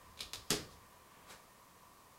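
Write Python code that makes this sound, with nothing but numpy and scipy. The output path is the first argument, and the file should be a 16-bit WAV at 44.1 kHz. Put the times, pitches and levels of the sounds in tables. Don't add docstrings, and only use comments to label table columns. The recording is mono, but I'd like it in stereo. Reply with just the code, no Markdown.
import sys
import numpy as np
from scipy import signal
from scipy.fft import rfft, irfft
from scipy.io import wavfile
from scipy.ndimage import uniform_filter1d

SR = 44100
rng = np.random.default_rng(int(sys.argv[2]) if len(sys.argv) > 2 else 0)


def wav_record(signal):
    frames = np.transpose(np.atleast_2d(signal))
    bounded = np.clip(frames, -1, 1)
    quanta = np.round(bounded * 32767).astype(np.int16)
    wavfile.write(sys.argv[1], SR, quanta)


N = 96490

# (time [s], relative level [dB], tilt [dB/octave], t60 [s])
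SNAP_HITS = [(0.501, -48.5, -3.5, .02), (0.5049, -36, -1, 0.0047), (0.5057, -34, -1, 0.0029),
             (0.5065, -33.5, 0, 0.0377)]
SLAM_S = SNAP_HITS[1][0]
# (frequency [Hz], level [dB])
PLASTIC_SPECTRUM = [(100, -23), (400, -7.5), (1300, -4), (2000, -8.5), (3100, -1.5), (3800, 0), (5200, 1.5),
                    (5900, -5.5), (6500, -1.5), (7800, -7), (8800, -8), (11500, -9), (13500, -16),
                    (16000, -25)]
# (frequency [Hz], level [dB])
KNOCK_SPECTRUM = [(30, -20.5), (120, -0.5), (250, -4), (480, 1), (700, -16), (2000, -38.5), (8000, -32)]


def snap(trim_db=-5, crack_db=-33):
    # (frequency [Hz], level [dB])
    spectrum = [(200, -9.5), (600, -6.5), (950, -8), (1250, -3.5), (1900, -2), (2200, -4), (3100, 0.5),
                (4200, 0), (5200, 2), (5800, -3.5), (6500, -3), (8100, -4.5), (9300, -7), (11600, -9.5),
                (13200, -17.5), (16000, -31)]
    # (frequency [Hz], level [dB], t60 [s])
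    latch_modes = [(1236, -15, 0.0075), (1840, -18, 0.016), (3220, -23, 0.0029), (4820, -10, 0.0036),
                   (6490, -2.5, 0.005), (8030, 2, 0.0027), (11300, -2.5, 0.0027), (14100, -16, .004)]
    out = np.zeros(N)
    for start_s, db, tilt_db_oct, t60_s in SNAP_HITS:
        hit = contact(spectrum, tilt_db_oct, t60_s)
        add(out, start_s, amp(db + trim_db) * room(hit, wet_db=6.5, early_db=2))
    crack = ring(latch_modes, rise_s=0.00032)
    add(out, SLAM_S, amp(crack_db) * room(crack, wet_db=-11, early_db=-6))
    return out


def board(ring_db=-30, knock_db=-38):
    # (frequency [Hz], level [dB], t60 [s])
    board_modes = [(36, -10, 0.25), (67, -18, 0.41), (91.2, -7.5, 0.22), (150.9, -7, 0.37),
                   (235.6, 2.5, 0.16), (315.3, 0.5, 0.23), (415, 7, 0.16), (452, 7, 0.12), (594, -10, 0.1),
                   (828, -9.5, 0.21)]
    knock, ringing = np.zeros((2, N))
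    add(knock, SLAM_S, amp(knock_db) * contact(KNOCK_SPECTRUM, tilt_db_oct=0, t60_s=0.045))
    add(ringing, SLAM_S, amp(ring_db) * ring(board_modes, rise_s=0.014))
    return ringing + room(knock, wet_db=-0.5, early_db=3)


def lever(knock_re_ring_db=-16):
    # (time [s], level [dB], tilt [dB/octave], ring re click [dB],
    # ring tilt [dB/octave], contact t60 [s])
    clicks = [(0.174, -60, -3, -1.5, -2, 0.075), (0.192, -57.5, 0.5, 1.5, -10, 0.0075),
              (0.2048, -52, -2.5, -1, -7, 0.016), (0.2075, -47, 0, 2.5, -0.5, 0.0028),
              (0.3340, -43, -0.4, -6, 1.5, 0.0076)]
    # (frequency [Hz], level [dB], t60 [s])
    case_modes = [(2434, -1.5, 0.0098), (2940, -7.5, 0.012), (3520, 3, 0.011), (3815, -3, 0.016),
                  (4030, 1, 0.012), (4670, -5, .012), (5200, -3, 0.0077), (9550, -5, 0.012)]
    lowest_hz = case_modes[0][0]
    out = np.zeros(N)
    for start_s, db, tilt_db_oct, ring_db, ring_tilt_db_oct, contact_s in clicks:
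        click = contact(PLASTIC_SPECTRUM, tilt_db_oct, contact_s)
        add(out, start_s, amp(db) * room(click, wet_db=1.5, early_db=1.5))
        tilted_modes = [(hz, mode_db + ring_tilt_db_oct * np.log2(hz / lowest_hz), t60_s)
                        for hz, mode_db, t60_s in case_modes]
        ringing = ring(tilted_modes, rise_s=0.00038)
        add(out, start_s, amp(db + ring_db) * room(ringing, wet_db=1, early_db=1))
        knock = contact(KNOCK_SPECTRUM, tilt_db_oct=0, t60_s=0.062)
        add(out, start_s, amp(db + ring_db + knock_re_ring_db) * room(knock, wet_db=2, early_db=2))
    return out


def handling(friction_db=-4, scuff_db=-74.5, rumble_db=-70):
    # (start [s], hold [s], relative level [dB])
    shirt_brushes = [(1.303, 0.019, -49), (1.98, 0.018, -69.5)]
    sleeve_moves = [(0.0, 0.049, -65.5), (.65, 0.38, -70), (1.16, .1, -63), (1.55, 0.26, -73.5)]
    finger_slides = [(.235, 0.012, -62.5), (.475, .04, -63.5), (.712, 0.014, -60.5)]
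    hand_pushes = [(.085, 0.021, -63.5), (.225, 0.047, -59.5), (.375, 0.046, -59), (.725, 0.031, -62.5)]
    # (frequency [Hz], level [dB])
    shirt_spectrum = [(50, -9), (150, -0.5), (550, 1), (1400, 2.5), (2600, -3.5), (5000, -5.5), (8300, -9),
                      (11500, -13), (16000, -21)]
    sleeve_spectrum = [(40, -3), (150, -1), (600, -7), (1700, -5.5), (3000, -9.5), (6000, -33),
                       (16000, -28)]
    rumble_spectrum = [(20, -2.5), (50, 0), (80, 5.5), (105, 3), (140, -14.5), (450, -17), (700, -32),
                       (4000, -60)]
    shirt = rub(strokes(shirt_brushes, attack_s=0.016, release_s=0.03), shirt_spectrum, grain_db=0.5)
    sleeve = rub(strokes(sleeve_moves, attack_s=0.095, release_s=0.15), sleeve_spectrum, grain_db=2.5)
    grip = strokes([(0.018, 0.77, 0)], attack_s=0.055, release_s=0.14)
    sliding = strokes(finger_slides, attack_s=0.019, release_s=0.024)
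    pushing = strokes(hand_pushes, attack_s=0.015, release_s=0.019)
    fingers = rub(np.hypot(amp(scuff_db) * grip, sliding), PLASTIC_SPECTRUM, grain_db=0)
    rumble = rub(np.hypot(amp(rumble_db) * grip, pushing), rumble_spectrum, grain_db=0)
    return amp(friction_db) * room(shirt + sleeve + fingers, wet_db=-3.5, early_db=-27) + rumble


def contact(spectrum, tilt_db_oct, t60_s):
    return unit_blow(signal.fftconvolve(impact(spectrum, tilt_db_oct), chatter(t60_s)))


def impact(spectrum, tilt_db_oct, size=2048):
    hz = abs(np.fft.fftfreq(size, 1 / SR))
    octaves = np.log2(np.maximum(hz, 1000) / 1000)
    log_gain = np.log(amp(curve_at(spectrum, hz) + tilt_db_oct * octaves))
    minimum_phase = np.exp(np.conj(signal.hilbert(log_gain)))
    return unit_blow(np.fft.ifft(minimum_phase).real[:size // 2])


def chatter(t60_s, size=4096, passes=12):
    fade = amp(-60 * np.arange(size) / SR / t60_s)
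    burst = rng.standard_normal(size) * fade
    for _ in range(passes):
        bins = rfft(burst)
        burst = irfft(bins / (abs(bins) + 1e-9)) * fade ** 0.125
    return burst / np.linalg.norm(burst)


def ring(modes, rise_s):
    t = np.arange(SR) / SR
    tones = sum((-1) ** k * amp(db - 60 * t / t60_s) * np.sin(2 * np.pi * hz * t)
                for k, (hz, db, t60_s) in enumerate(modes))
    return unit_blow(tones * (1 - np.exp(-t / rise_s)))


def rub(envelope, spectrum, grain_db):
    slips = rng.standard_normal(N)
    grain = unit_rms(uniform_filter1d(rng.standard_normal(N), size=60))
    return unit_rms(shaped(slips * amp(grain_db * grain), spectrum)) * envelope


def strokes(moves, attack_s, release_s):
    t = np.arange(N) / SR
    power = np.zeros(N)
    for start_s, hold_s, db in moves:
        before = np.maximum(start_s - t, 0) / attack_s
        after = np.maximum(t - start_s - hold_s, 0) / release_s
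        power += (amp(db) * np.exp(-before - after)) ** 2
    return np.sqrt(power)


def room(x, wet_db, early_db, build_s=0.00043):
    # (frequency [Hz], t60 [s])
    decay = [(100, 0.69), (400, 0.53), (1000, 0.41), (2800, 0.3), (5000, 0.3353), (8000, 0.2864),
             (12000, 0.24), (16000, 0.46)]
    # (delay [s], relative level [dB])
    reflections = [(.0039, -11.5), (.0071, -11.5), (0.0133, -10), (.0224, -13.5), (.0243, -12.5)]
    hz, t, bins = signal.stft(rng.standard_normal(SR), SR, nperseg=256)
    bins = bins / (abs(bins) + 1e-12) * amp(-60 * t / curve_at(decay, hz)[:, None])
    tail = signal.istft(bins, SR, nperseg=256)[1]
    tail *= 1 - np.exp(-np.arange(len(tail)) / SR / build_s)
    response = amp(wet_db) * tail / np.linalg.norm(tail)
    response[0] += 1
    for delay_s, db in reflections:
        response[round(delay_s * SR)] += amp(db + early_db)
    return signal.fftconvolve(x, response)[:N]


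def background(floor_db=-63.5):
    # (frequency [Hz], level [dB])
    floor_spectrum = [(20, -9), (40, -2), (90, 0.5), (230, -2), (320, -5), (650, -2), (800, -5.5),
                      (1400, -9.5), (2100, -10), (3200, -14), (8000, -14.5), (15500, -17.5)]
    # (centre [Hz], width [Hz], rms level [dB])
    whirr_bands = [(1010, 152, -68.5), (1149, 146, -69.5), (1840, 35, -80)]
    hz = np.fft.rfftfreq(N, 1 / SR)
    out = amp(floor_db) * unit_rms(shaped(rng.standard_normal(N), floor_spectrum))
    for centre_hz, width_hz, db in whirr_bands:
        resonance = 1 / (1 + (2 * (hz - centre_hz) / width_hz) ** 2)
        out += amp(db) * unit_rms(irfft(rfft(rng.standard_normal(N)) * resonance, N))
    return out


def amp(db):
    return 10 ** (np.asarray(db) / 20)


def unit_rms(x):
    return x / np.sqrt(np.mean(x ** 2) + 1e-20)


def unit_blow(x):
    return x / np.linalg.norm(x) * np.sqrt(SR / 100)


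def curve_at(points, hz):
    points_hz, values = np.transpose(points)
    return np.interp(np.log(hz + 1), np.log(points_hz), values)


def shaped(x, spectrum):
    return irfft(rfft(x) * amp(curve_at(spectrum, np.fft.rfftfreq(N, 1 / SR))), N)


def add(mix, start_s, sound):
    part = mix[max(round(start_s * SR), 0):][:len(sound)]
    part += sound[:len(part)]


def scene():
    # (frequency [Hz], relative side level [dB])
    near_width = [(60, -42), (110, -21), (200, -18), (380, -14), (700, -10), (1290, -18), (2380, -51),
                  (4400, -24), (8120, -7), (15000, -32)]
    air_width = [(60, -9.5), (110, -10.5), (200, -6), (380, -6), (700, -11.5), (1290, -10), (2380, -19.5),
                 (4400, -14.5), (8120, -0.5), (15000, -21.5)]
    near = lever() + snap() + board() + handling()
    scattered = signal.fftconvolve(near, chatter(t60_s=0.014))[:N]
    mid = near + background()
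    side = amp(-5) * shaped(scattered, near_width) + shaped(background(), air_width)
    return np.array([mid + side, mid - side])


def record(dry):
    cutoff_hz = 15900
    lowpass = signal.firwin(511, cutoff_hz, window=("kaiser", 9), fs=SR)
    return signal.oaconvolve(dry, lowpass[None], "same")


dry = scene()
out = record(dry)
wav_record(out)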